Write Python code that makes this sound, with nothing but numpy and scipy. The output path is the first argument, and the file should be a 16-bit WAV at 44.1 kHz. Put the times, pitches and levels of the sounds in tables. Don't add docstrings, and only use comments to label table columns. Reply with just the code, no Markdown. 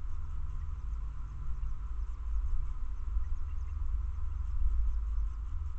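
import sys
import numpy as np
from scipy import signal
from scipy.fft import rfft, irfft
from scipy.io import wavfile
from scipy.ndimage import uniform_filter1d

SR = 44100
rng = np.random.default_rng(int(sys.argv[2]) if len(sys.argv) > 2 else 0)


def dump_mix(stems):
    frames = np.atleast_2d(stems).T
    limited = np.clip(frames, -1, 1)
    pcm = np.round(limited * 32767).astype(np.int16)
    wavfile.write(sys.argv[1], SR, pcm)


N = 254898
TIME = np.arange(N) / SR
BIN_HZ = np.maximum(np.arange(N // 2 + 1) * SR / N, 1)


def chick_peeps(foot_hz=4830, plain_top_hz=6200, waver=0.0059, flutter_db=3.2, trim_db=0.1):
    # crest_s, top_hz, rise_s, level_db
    peeps = [(.129, 6420, .026, -82), (.233, 6960, .025, -85), (.486, 6600, .020, -87),
             (.584, 6900, .025, -84), (.796, 6220, .025, -78.5), (.923, 6780, .025, -78),
             (1.189, 6000, .025, -84.5), (1.298, 6550, .026, -80.5), (1.557, 6240, .024, -82),
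             (1.691, 6360, .030, -80.5), (2.011, 6160, .030, -80), (2.117, 7380, .030, -79.5),
             (2.353, 6660, .030, -80), (2.488, 6420, .025, -81), (2.978, 6360, .046, -81),
             (3.267, 6120, .042, -78.5), (3.368, 6660, .035, -79), (3.599, 6780, .035, -77.5),
             (3.714, 6660, .025, -82), (4.034, 5940, .045, -84), (4.149, 6360, .030, -82),
             (4.376, 6360, .040, -82), (4.492, 6300, .025, -82), (4.800, 6020, .045, -82),
             (4.924, 6240, .035, -79), (5.200, 6180, .048, -79.5), (5.327, 6240, .030, -77.5),
             (5.702, 5740, .044, -81)]
    # place (-1 start, 0 crest, 1 end), pitch_height (0 foot, 1 top), effort_db
    contour = [(-1.2, 0, -30), (-1, .08, -9), (-.6, .58, -5.5), (-.3, .89, -2), (0, 1, 1), (.3, .88, 0),
               (.6, .48, -3), (.9, .1, -2.5), (1.1, -.04, -7), (1.35, -.06, -30)]
    places, heights, efforts = np.transpose(contour)
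    out = np.zeros(N)
    wobble, flutter = 1 + waver * drift(200), flutter_db * drift(120)
    for crest_s, top_hz, rise_s, level_db in peeps:
        octaves_up = np.log2(top_hz / plain_top_hz)
        fall_s, accent_db = .0275 + .025 * octaves_up, 30 * octaves_up
        place = (TIME - crest_s) / np.where(TIME < crest_s, rise_s, fall_s)
        on = (place > places[0]) & (place < places[-1])
        height = uniform_filter1d(np.interp(place[on], places, heights), size=260)
        pitch_hz = foot_hz + (top_hz - foot_hz) * height / height.max()
        effort_db = np.interp(place[on], places, efforts) + accent_db * np.clip(2 * place[on], 0, 1)
        out[on] += from_db(level_db + trim_db + effort_db + flutter[on]) * tone(pitch_hz * wobble[on])
    return out


def adult_notes(glide=0.03, rasp=.022, whistle_db=1.2, husk_db=-7.0):
    # middle_s, pitch_hz, length_s, level_db
    notes = [(.51, 2790, .03, -80), (0.62, 1910, 0.028, -69.5), (1.636, 2750, 0.032, -73),
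             (2.683, 2250, 0.028, -74), (3.247, 1900, 0.025, -68), (3.491, 1940, .018, -70),
             (3.495, 2780, .016, -75), (3.515, 2800, 0.028, -68), (3.682, 2076, 0.023, -69.5),
             (3.697, 2720, .026, -69), (4.144, 2070, 0.02, -72), (4.323, 2740, 0.022, -75.5),
             (4.484, 1900, 0.011, -74.5), (4.61, 2820, .022, -76.5)]
    # frequency_hz, gain_db
    husk_eq = [(1400, -20), (1900, 2), (2900, -6.5), (3600, -16), (5000, -27)]
    out = np.zeros(N)
    hoarseness = 1 + rasp * drift(300)
    husk = noise(eq_curve(husk_eq))
    for middle_s, pitch_hz, length_s, level_db in notes:
        on = np.abs(TIME - middle_s) < length_s
        place = (TIME[on] - middle_s) / length_s
        swell = np.maximum(np.cos(np.pi * place), 0)
        whistle = swell * tone(pitch_hz * (1 + glide * place) * hoarseness[on])
        puff = np.cos(np.pi * place / 2) * husk[on]
        out[on] += from_db(level_db + whistle_db) * whistle + from_db(level_db + husk_db) * puff
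    return out


def traffic(low_hz=52.62, upper_hz=74.26, wander_hz=1.197, throb_db=1.0):
    # frequency_hz, gain_db
    rumble_eq = [(8, -13.5), (18, 0.5), (26, -10), (36, -10), (46, -15.5), (70, -19.5), (100, -38),
                 (160, -62)]
    roar_eq = [(55, -13), (85, 3), (100, -3), (115, -6.5), (135, -11), (165, -29.5), (250, -43)]
    # time_s, level_db
    rumble_fader = [(0.0, -36.3), (1.36, -40.9), (1.52, -33.2), (1.76, -37.6), (1.92, -33.6), (2.28, -37.4),
                    (2.52, -28.0), (2.88, -38.8), (3.24, -32.1), (3.8, -37.7), (3.88, -33.4), (4.44, -38.5),
                    (4.68, -27.4), (4.8, -27.2), (4.96, -37.0), (5.78, -34.1)]
    roar_fader = [(0, -54.5), (1.0, -55), (1.8, -56.5), (2.1, -61), (2.6, -60), (3.0, -57.5), (3.9, -54.5),
                  (4.7, -57.5), (5.78, -55)]
    low_fader = [(0.0, -44.1), (0.8, -42.9), (0.92, -35.1), (1.2, -44.6), (2.04, -37.6), (2.12, -41.1),
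                 (2.36, -33.0), (2.52, -41.9), (3.0, -44.4), (3.16, -33.3), (3.4, -45.8), (3.72, -41.5),
                 (4.0, -32.7), (4.16, -42.9), (4.84, -33.5), (5.28, -34.2), (5.36, -42.0), (5.78, -45.0)]
    upper_fader = [(0.0, -43.0), (0.76, -43.4), (1.24, -70.4), (1.36, -46.7), (1.4, -45.0), (1.52, -59.8),
                   (2.84, -57.8), (2.88, -51.0), (3.64, -39.8), (4.64, -42.7), (4.72, -51.9), (5.44, -47.5),
                   (5.6, -36.3), (5.78, -54.0)]
    bass = BIN_HZ < 400
    out = from_db(automation(rumble_fader)[0] + 0.8) * noise(eq_curve(rumble_eq) * bass)
    out += from_db(automation(roar_fader)[0]) * noise(eq_curve(roar_eq) * bass)
    for pitch_hz, fader, trim_db in ((low_hz, low_fader, 0.3), (upper_hz, upper_fader, 0)):
        level_db = automation(fader)[0] + trim_db + throb_db * drift(9.8)
        out += from_db(level_db) * tone(pitch_hz + wander_hz * drift(6.47))
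    return out


def engine(throb_db=0.3):
    # time_s, firing_hz, level_db
    course = [(0, 144, -71), (.25, 139, -58.5), (.6, 139, -55.5), (1.0, 135, -59.5), (1.42, 139.5, -53),
              (1.7, 140, -56.5), (1.95, 143, -66.5), (2.5, 146, -72), (3.7, 155, -74), (4.2, 150, -83.5),
              (5.78, 142, -74.5)]
    firing_hz, level_db = automation(course)
    return from_db(level_db - throb_db * drift(14)) * tone(firing_hz)


def far_hums(wander_hz=2.5):
    # middle_s, pitch_hz, length_s, level_db
    hums = [(.55, 97.9, 0.73, -58.5), (1.35, 92.8, 0.28, -52), (1.42, 151, .14, -61),
            (1.72, 92.8, .35, -49.5), (2.66, 124.2, .36, -55), (3.15, 139.3, 0.36, -63.5),
            (4.65, 228, .8, -71.5), (4.97, 139, .3, -69)]
    out, wander = np.zeros(N), wander_hz * drift(12)
    for middle_s, pitch_hz, length_s, level_db in hums:
        on = np.abs(TIME - middle_s) < length_s / 2
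        swell = np.cos(np.pi * (TIME[on] - middle_s) / length_s)
        out[on] += from_db(level_db) * swell * tone(pitch_hz + wander[on])
    return out


def tick_times(count=8, gap_s=.2, hurry_s=.0044):
    runs = [-.103, 1.47, 3.07, 4.67]
    beat = np.arange(count)
    offsets_s = gap_s * beat - hurry_s * np.maximum(beat + 1 - count / 2, 0)
    return np.add.outer(runs, offsets_s).ravel()


def camera_ticks(pitch_hz=6550, width_s=.0007, level_db=-64.8, spread_db=1.5):
    out = np.zeros(N)
    for tick_s in tick_times():
        on = np.abs(TIME - tick_s) < 4 * width_s
        age_s = TIME[on] - tick_s
        blip = np.exp(-(age_s / width_s) ** 2) * np.cos(2 * np.pi * pitch_hz * age_s)
        out[on] += from_db(level_db + spread_db * rng.standard_normal()) * blip
    return out


def camera_fizz(spell_s=.072, idle_db=-82, grain_db=3.0, trim_db=-3.5):
    # start_s, end_s, level_db
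    bouts = [(0, .6, -73.5), (2.0, 2.75, -73.5), (4.35, 5.78, -72.5)]
    # frequency_hz, gain_db
    fizz_eq = [(1500, -9.5), (2800, 9), (4500, -9), (6300, 2.5), (7800, 3), (8500, -10.5), (10000, -33.5)]
    gate = np.zeros(N)
    for tick_s in tick_times():
        level_db = max([idle_db] + [db for start_s, end_s, db in bouts if start_s < tick_s < end_s])
        gate += from_db(level_db + trim_db) * ((TIME > tick_s) & (TIME < tick_s + spell_s))
    grainy_hiss = noise(eq_curve(fizz_eq)) * from_db(grain_db * drift(330))
    return uniform_filter1d(gate, size=300) * unit_rms(grainy_hiss)


def air(trim_db=2.0):
    # frequency_hz, gain_db
    air_eq = [(100, -6), (180, -3.5), (240, 1.5), (330, -3.5), (460, -8), (560, -14.5), (780, -12.5),
              (1050, -3), (1350, -8), (1650, -14), (2400, -17), (4700, -29), (6700, -26.5), (7600, -25),
              (8200, -33)]
    # time_s, level_db
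    air_fader = [(0, -63.5), (1.1, -62.5), (4.2, -63), (5.0, -63.5), (5.78, -64)]
    bed = unit_rms(housing(noise(eq_curve(air_eq))))
    return from_db(automation(air_fader)[0] + trim_db) * bed


def housing(sound):
    # centre_hz, width_hz, gain_db
    rings = [(1014.4, 65, 7.5), (1090, 24, 4.5), (1129, 21, -2), (1165, 32, 7), (1222, 26, -3.5),
             (1256, 50, 9.5), (1323, 36, -1.5), (1345, 61, 9), (1458, 59, 3), (1520, 30, 3.5),
             (1950, 70, 0.5), (2400, 50, 0.5), (2740, 100, 1.5), (6310, 150, 4.5)]
    # centre_hz, width_hz, depth (0-1)
    port_notch = (646, 55, 0.85)
    notch_hz, notch_width_hz, depth = port_notch
    case_db = sum(gain_db * resonance(hz, width_hz) for hz, width_hz, gain_db in rings)
    port_gain = 1 - depth * resonance(notch_hz, notch_width_hz)
    return irfft(rfft(sound) * from_db(case_db) * port_gain, N)


def from_db(db):
    return 10 ** (np.asarray(db) / 20)


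def unit_rms(sound):
    return sound / np.sqrt(np.mean(sound ** 2) + 1e-20)


def automation(rows):
    times_s, *columns = np.transpose(rows)
    return [np.interp(TIME, times_s, column) for column in columns]


def eq_curve(points):
    hz, db = np.transpose(points)
    return from_db(np.interp(np.log(BIN_HZ), np.log(hz), db))


def resonance(centre_hz, width_hz):
    return 1 / (1 + (2 * (BIN_HZ - centre_hz) / width_hz) ** 2)


def noise(spectrum):
    return unit_rms(irfft(rfft(rng.standard_normal(N)) * spectrum, N))


def drift(rate_hz):
    return noise(1 / (1 + (BIN_HZ / rate_hz) ** 4))


def tone(pitch_hz):
    return np.sqrt(2) * np.sin(2 * np.pi * (np.cumsum(pitch_hz) / SR + rng.random()))


def scene():
    birds = housing(chick_peeps() + adult_notes())
    return (birds + traffic() + engine() + far_hums() + air() + camera_ticks() + camera_fizz())[None]


def record(dry):
    cutoff_hz = 8450
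    return signal.sosfiltfilt(signal.butter(16, cutoff_hz, fs=SR, output="sos"), dry, padlen=2000)


dry = scene()
out = record(dry)
dump_mix(out)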